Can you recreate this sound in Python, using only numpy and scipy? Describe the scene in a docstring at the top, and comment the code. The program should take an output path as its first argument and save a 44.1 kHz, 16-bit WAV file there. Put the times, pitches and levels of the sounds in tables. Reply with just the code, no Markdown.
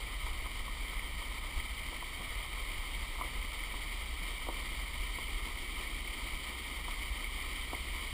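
"""Truck wading a flooded road

Heard from a closed camera case on the truck's side. Random impacts and wash, filtered by the case
resonances, make hissing, pattering tyre spray over churning and sloshing water; large drops ping it.
Below, engine orders hum, and shaped noise gives body rumble, tyre roll and soft bumps.
Now and then a knock on the bodywork thuds, rings a panel and rattles."""
import sys
import numpy as np
from scipy import signal
from scipy.fft import rfft, irfft, next_fast_len
from scipy.io import wavfile
from scipy.ndimage import uniform_filter1d

SR = 44100
rng = np.random.default_rng(int(sys.argv[2]) if len(sys.argv) > 2 else 0)


def unload_audio(sound):
    """Save the sound as a 16-bit wav file, at the path given as the first command line argument."""
    columns = np.transpose(np.atleast_2d(sound))
    # keep every value between -1 and 1, then stretch to whole-number steps
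    steps = np.round(np.clip(columns, -1, 1) * 32767)
    wavfile.write(sys.argv[1], SR, steps.astype(np.int16))


N = 358526
TIME_S = np.arange(N) / SR

# body shaking on rougher and smoother road: t/s, level/dB
SHAKE_LEVEL = [(0, -41), (.7, -40), (2.0, -45), (2.5, -42.5), (4.6, -41), (6.35, -43), (6.58, -52),
               (6.9, -40), (8.13, -45)]
# jolts rocking the body on its springs: onset t/s, peak level/dB
BODY_JOLTS = [(.233, -34), (1.55, -34.5), (2.33, -41), (2.6, -41), (2.757, -37), (2.964, -39), (3.374, -36),
              (3.799, -43), (4.114, -39), (4.969, -34.5), (5.3, -37.5)]
# colour of the shaking: f/Hz, relative level/dB
SHAKE_COLOUR = [(4, -42), (12, -13.5), (24, -5.5), (37, 2.5), (50, -4), (62, -13), (75, -21), (100, -26.5),
                (200, -64)]
# colour of tyres rolling under water: f/Hz, relative level/dB
ROLL_COLOUR = [(30, -22), (60, 1), (80, -10), (105, -5.5), (150, -8), (215, -11), (320, -16.5), (900, -73)]
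# wheels bumping on the drowned road: onset t/s, peak level/dB
WHEEL_BUMPS = [(1.134, -46.5), (2.187, -42.5), (3.715, -47), (4.209, -44.5), (4.7, -47)]
# mean engine firing rate: t/s, f/Hz
FIRING_RATE = [(0, 64.65), (.8, 62), (1.4, 62.8), (2.5, 61.48), (4.5, 63.17), (6.1, 61.5), (7.5, 63.6),
               (8.13, 65.75)]
# engine orders: multiple of firing rate/1, relative level/dB
ENGINE_ORDERS = [(1, 6.5), (1.5, -19), (2, -13.5), (3, -20), (4, -20)]
# knocks on the bodywork, before filtering: onset t/s, panel ring level/dB, dull thud level/dB
BODY_KNOCKS = [(0.265, -35, -42), (.458, -36.5, -42), (.679, -33.5, -45), (1.217, -38, -55),
               (1.926, -36.5, -38), (2.024, -33, -43), (2.207, -38, -38), (3.185, -36.5, -58),
               (3.196, -36, -54), (3.2105, -25.5, -42), (3.235, -38, -42), (3.247, -41, -36.5),
               (3.738, -35, -48), (4.469, -39, -36), (4.4862, -28.5, -27), (5.184, -34.5, -38),
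               (6.881, -32, -42), (7.7309, -31, -28)]
# mean modes of the struck panel: f/Hz, relative level/dB, t60/s
PANEL_MODES = [(268, -21, .12), (354, -27, 0.089), (480, -33, 0.061), (710, -9, 0.028), (980, -1, 0.037),
               (1113, -5.5, 0.039), (1213, -21.5, 0.13)]
# resonances of the camera case: f/Hz, width scale/Hz, relative level/dB
CASE_MODES = [(272, 204, -8.5), (590, 1100, -13), (1050, 240, -6.5), (1252, 116, -6), (1524, 200, -20),
              (1892, 152, -6), (2128, 247, 1.5), (2278, 204, 0.5), (2610, 470, -13), (3108, 363, -2),
              (3666, 365, -9), (3990, 360, -15.5), (4588, 630, -13), (5390, 950, -23)]
# large drops hitting the case: onset t/s, driving pitch f/Hz, peak level/dB
LARGE_DROPS = [(.36, 4600, -46), (.9932, 2050, -31), (1.599, 2120, -32), (3.22, 2200, -33.5),
               (3.6357, 2157, -31.5), (5.2395, 3090, -35), (7.013, 2200, -34), (7.242, 2140, -34),
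               (7.25, 2200, -39), (7.748, 2100, -33)]
# spray as the tyres push harder: t/s, level/dB
SPRAY_LEVEL = [(0, -45.4), (.7, -46), (1.9, -45.5), (2.5, -45), (3.3, -45), (4.5, -44.5), (5.2, -44.5),
               (8.13, -44)]
# deep slosh under the wheels: t/s, level/dB
SLOSH_LEVEL = [(0, -61.5), (1.3, -60), (3.0, -60.5), (3.8, -58), (4.5, -59.5), (5.7, -56), (6.5, -57.5),
               (8.13, -58)]

JOLT_RISE_S = 0.022
ENGINE_START_DB, ENGINE_GROWTH_DB_PER_S = -52, 0.45
CHURN_DB = -51
# recorder: mirror centre, gain on the mirrored slope, its low-pass corner, band limit
MIRROR_HZ, MIRROR_DB, MIRROR_DULL_HZ, EDGE_HZ = 12000, 7, 10100, 15320


def gain_of(db):
    """Decibels to amplitude gain."""
    return 10 ** (np.asarray(db) / 20)


def evened(x):
    """Scales to rms 1."""
    return x / np.sqrt(np.mean(x ** 2) + 1e-20)


def curve(rows):
    """Second column of a time table, interpolated at every sample."""
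    rows = np.array(rows)
    return np.interp(TIME_S, rows[:, 0], rows[:, 1])


def add(mix, onset_s, sound):
    """Adds a sound in place from onset_s, cut at the end of the mix."""
    part = mix[round(onset_s * SR):][:len(sound)]
    part += sound[:len(part)]


def noise(shape):
    """Noise of rms 1, white noise weighted by the amplitude response shape(Hz)."""
    size = next_fast_len(N, True)
    spectrum = rfft(rng.standard_normal(size)) * shape(np.fft.rfftfreq(size, 1 / SR))
    return evened(irfft(spectrum, size)[:N])


def coloured(spectrum):
    """Noise of rms 1 shaped by (f/Hz, level/dB) points."""
    hz, db = np.transpose(spectrum)
    # f + 1 keeps the log finite at 0 Hz
    return noise(lambda f: gain_of(np.interp(np.log(f + 1), np.log(hz), db)))


def wander(hz):
    """Slow random fluctuation of rms 1, rolling off above about hz."""
    return noise(lambda f: f / (f + 1.0) / (1 + (f / hz) ** 2))


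def band(x, low_hz, high_hz):
    """Butterworth band-pass."""
    return signal.sosfilt(signal.butter(4, [low_hz, high_hz], "band", fs=SR, output="sos"), x)


def rumble(roll_db=-57.5, roll_swell_db=1.0, sway_db=1.4):
    """The body shakes on its springs, harder just after each jolt, over the steadier roll of the tyres."""
    shake = coloured(SHAKE_COLOUR)
    # even out the noise so the road alone sets the swell
    shake = shake / np.sqrt(uniform_filter1d(shake ** 2, size=5000))
    power = gain_of(curve(SHAKE_LEVEL) + sway_db * wander(9)) ** 2
    age = np.arange(SR // 2) / SR / JOLT_RISE_S
    jolt = age * np.exp(1 - age)
    for onset_s, db in BODY_JOLTS:
        add(power, onset_s, (gain_of(db) * jolt) ** 2)
    roll = coloured(ROLL_COLOUR) * gain_of(roll_db + roll_swell_db * wander(10))
    return shake * np.sqrt(power) + roll


def bumps(rise_s=0.011):
    """A bump passes the suspension as a soft, low thump."""
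    out, t = np.zeros(N), np.arange(SR // 4) / SR
    for onset_s, db in WHEEL_BUMPS:
        thump = band(rng.standard_normal(len(t)), 67, 190)
        thump = thump * t / rise_s * np.exp(-t / rise_s)
        add(out, onset_s, gain_of(db) * thump / abs(thump).max())
    return out


def engine():
    """Whole and half orders of the firing rate, each wavering a little."""
    rate_hz = curve(FIRING_RATE) * (1 + 0.0053 * wander(4.7))
    turns = np.cumsum(rate_hz) / SR  # phase in firing cycles
    hum = np.zeros(N)
    for order, db in ENGINE_ORDERS:
        tone = np.sin(2 * np.pi * (order * turns + rng.random()))
        hum += gain_of(db + 1.6 * wander(6.5)) * tone
    return evened(hum) * gain_of(ENGINE_START_DB + ENGINE_GROWTH_DB_PER_S * TIME_S)


def knocks(thud_hz=550, thud_s=0.00072, boom_hz=335, boom_db=-12, boom_s=0.012,
           rattle_db=-18, rattle_s=0.029, top_hz=1400, ring_rise_s=0.00067):
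    """Each blow gives a short thud, rings the panel and the hollow behind it, and leaves a brief rattle."""
    body, t = np.zeros(N), np.arange(SR // 4) / SR
    for onset_s, ring_db, thud_db in BODY_KNOCKS:
        ring = np.zeros(len(t))
        for hz, db, t60_s in PANEL_MODES:
            mode_hz = hz * (1 + 0.025 * rng.standard_normal())  # differs from blow to blow
            ring += gain_of(db - 60 * t / t60_s) * np.sin(2 * np.pi * mode_hz * t)
        ring *= 1 - np.exp(-t / ring_rise_s)  # the blow takes a moment to spread over the panel
        thud = t / thud_s * np.exp(1 - t / thud_s) * np.sin(2 * np.pi * thud_hz * t)
        boom = gain_of(boom_db) * np.exp(-t / boom_s) * np.sin(2 * np.pi * boom_hz * t)
        rattle = evened(band(rng.standard_normal(len(t)), 230, 860))
        rattle = gain_of(rattle_db) * rattle * np.exp(-t / rattle_s)
        add(body, onset_s, gain_of(ring_db) * ring + gain_of(thud_db) * (thud + boom + rattle))
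    # a small panel radiates little bass; the case shuts out the band just above its ring
    return signal.sosfilt(signal.butter(10, top_hz, fs=SR, output="sos"), band(body, 263, 4600))


def case_ring(leak_db=-41, dip_hz=6000, dip_width_hz=170, dip_db=-8):
    """Causal impulse response: steep case resonances over a faint leak, and a narrow dip at dip_hz."""
    size = 4096
    f = abs(np.fft.fftfreq(size, 1 / SR))
    power = gain_of(leak_db) ** 2
    for hz, width_hz, db in CASE_MODES:
        power = power + gain_of(db) ** 2 / (1 + 0.78 * ((f - hz) / width_hz) ** 2) ** 5
    # the dip lies between the sound and its mirrored sizzle
    dip = gain_of(dip_db * np.exp(-((f - dip_hz) / dip_width_hz) ** 2))
    gain = np.sqrt(power) * dip
    # minimum phase from the log gain
    response = np.exp(np.conj(signal.hilbert(np.log(gain))))
    return np.fft.ifft(response).real[:size // 2]


def drops(ring, contact_s=0.00087):
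    """A large drop spreads on the case in about a millisecond and wakes resonances near its pitch."""
    out, t = np.zeros(N), np.arange(SR // 40) / SR
    for onset_s, hz, db in LARGE_DROPS:
        contact = t * np.exp(-t / contact_s) * np.sin(2 * np.pi * hz * t)
        tap = signal.oaconvolve(contact, ring)
        add(out, onset_s, gain_of(db) * tap / abs(tap).max())
    return out


def patter(per_s, spread_db):
    """Random impacts of rms 1, many small and a few large."""
    size = gain_of(spread_db * np.minimum(rng.exponential(1, N), 4))
    struck = rng.random(N) < per_s / SR
    return evened(size * rng.choice([-1, 1], N) * struck)


def water(ring):
    """Slosh, churn and spray: wash plus separate drops, surging as the tyres throw sheets of water."""
    surge = wander(12.0)  # shared by all three

    def layer(low_hz, high_hz, per_s, spread_db, wash_db, surge_db, flutter_db):
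        """Drops and wash in one band, sounding through the case, at rms 1."""
        drive = patter(per_s, spread_db) + gain_of(wash_db) * noise(np.ones_like)
        drive = drive * gain_of(surge_db * surge + flutter_db * wander(61))
        return evened(band(signal.oaconvolve(drive, ring)[:N], low_hz, high_hz))

    slosh = layer(205, 466, per_s=300, spread_db=2.0, wash_db=3, surge_db=1.0, flutter_db=0.1)
    churn = layer(449, 1713, per_s=500, spread_db=3.5, wash_db=6.5, surge_db=0.9, flutter_db=0.57)
    spray = layer(1690, 6130, per_s=2200, spread_db=2.0, wash_db=4, surge_db=0.64, flutter_db=0.57)
    low = slosh * gain_of(curve(SLOSH_LEVEL)) + churn * gain_of(CHURN_DB)
    return low + spray * gain_of(curve(SPRAY_LEVEL))


def scene():
    """All sources at the one microphone."""
    ring = case_ring()
    mix = rumble() + bumps() + engine() + knocks() + drops(ring) + water(ring)
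    return mix[None]


def record(dry):
    """Fast flutter of the recorder's timing adds a thin sizzle mirrored about MIRROR_HZ; then band limit."""
    # a small timing error adds the slope of the sound times the error
    mirrored = np.gradient(dry, axis=1) * np.cos(2 * np.pi * MIRROR_HZ * TIME_S)
    mirrored = signal.lfilter(*signal.butter(1, MIRROR_DULL_HZ, fs=SR), mirrored)
    limit = signal.firwin(1023, EDGE_HZ, window=("kaiser", 9), fs=SR)
    return signal.oaconvolve(dry + gain_of(MIRROR_DB) * mirrored, limit[None], "same")


dry = scene()
out = record(dry)
unload_audio(out)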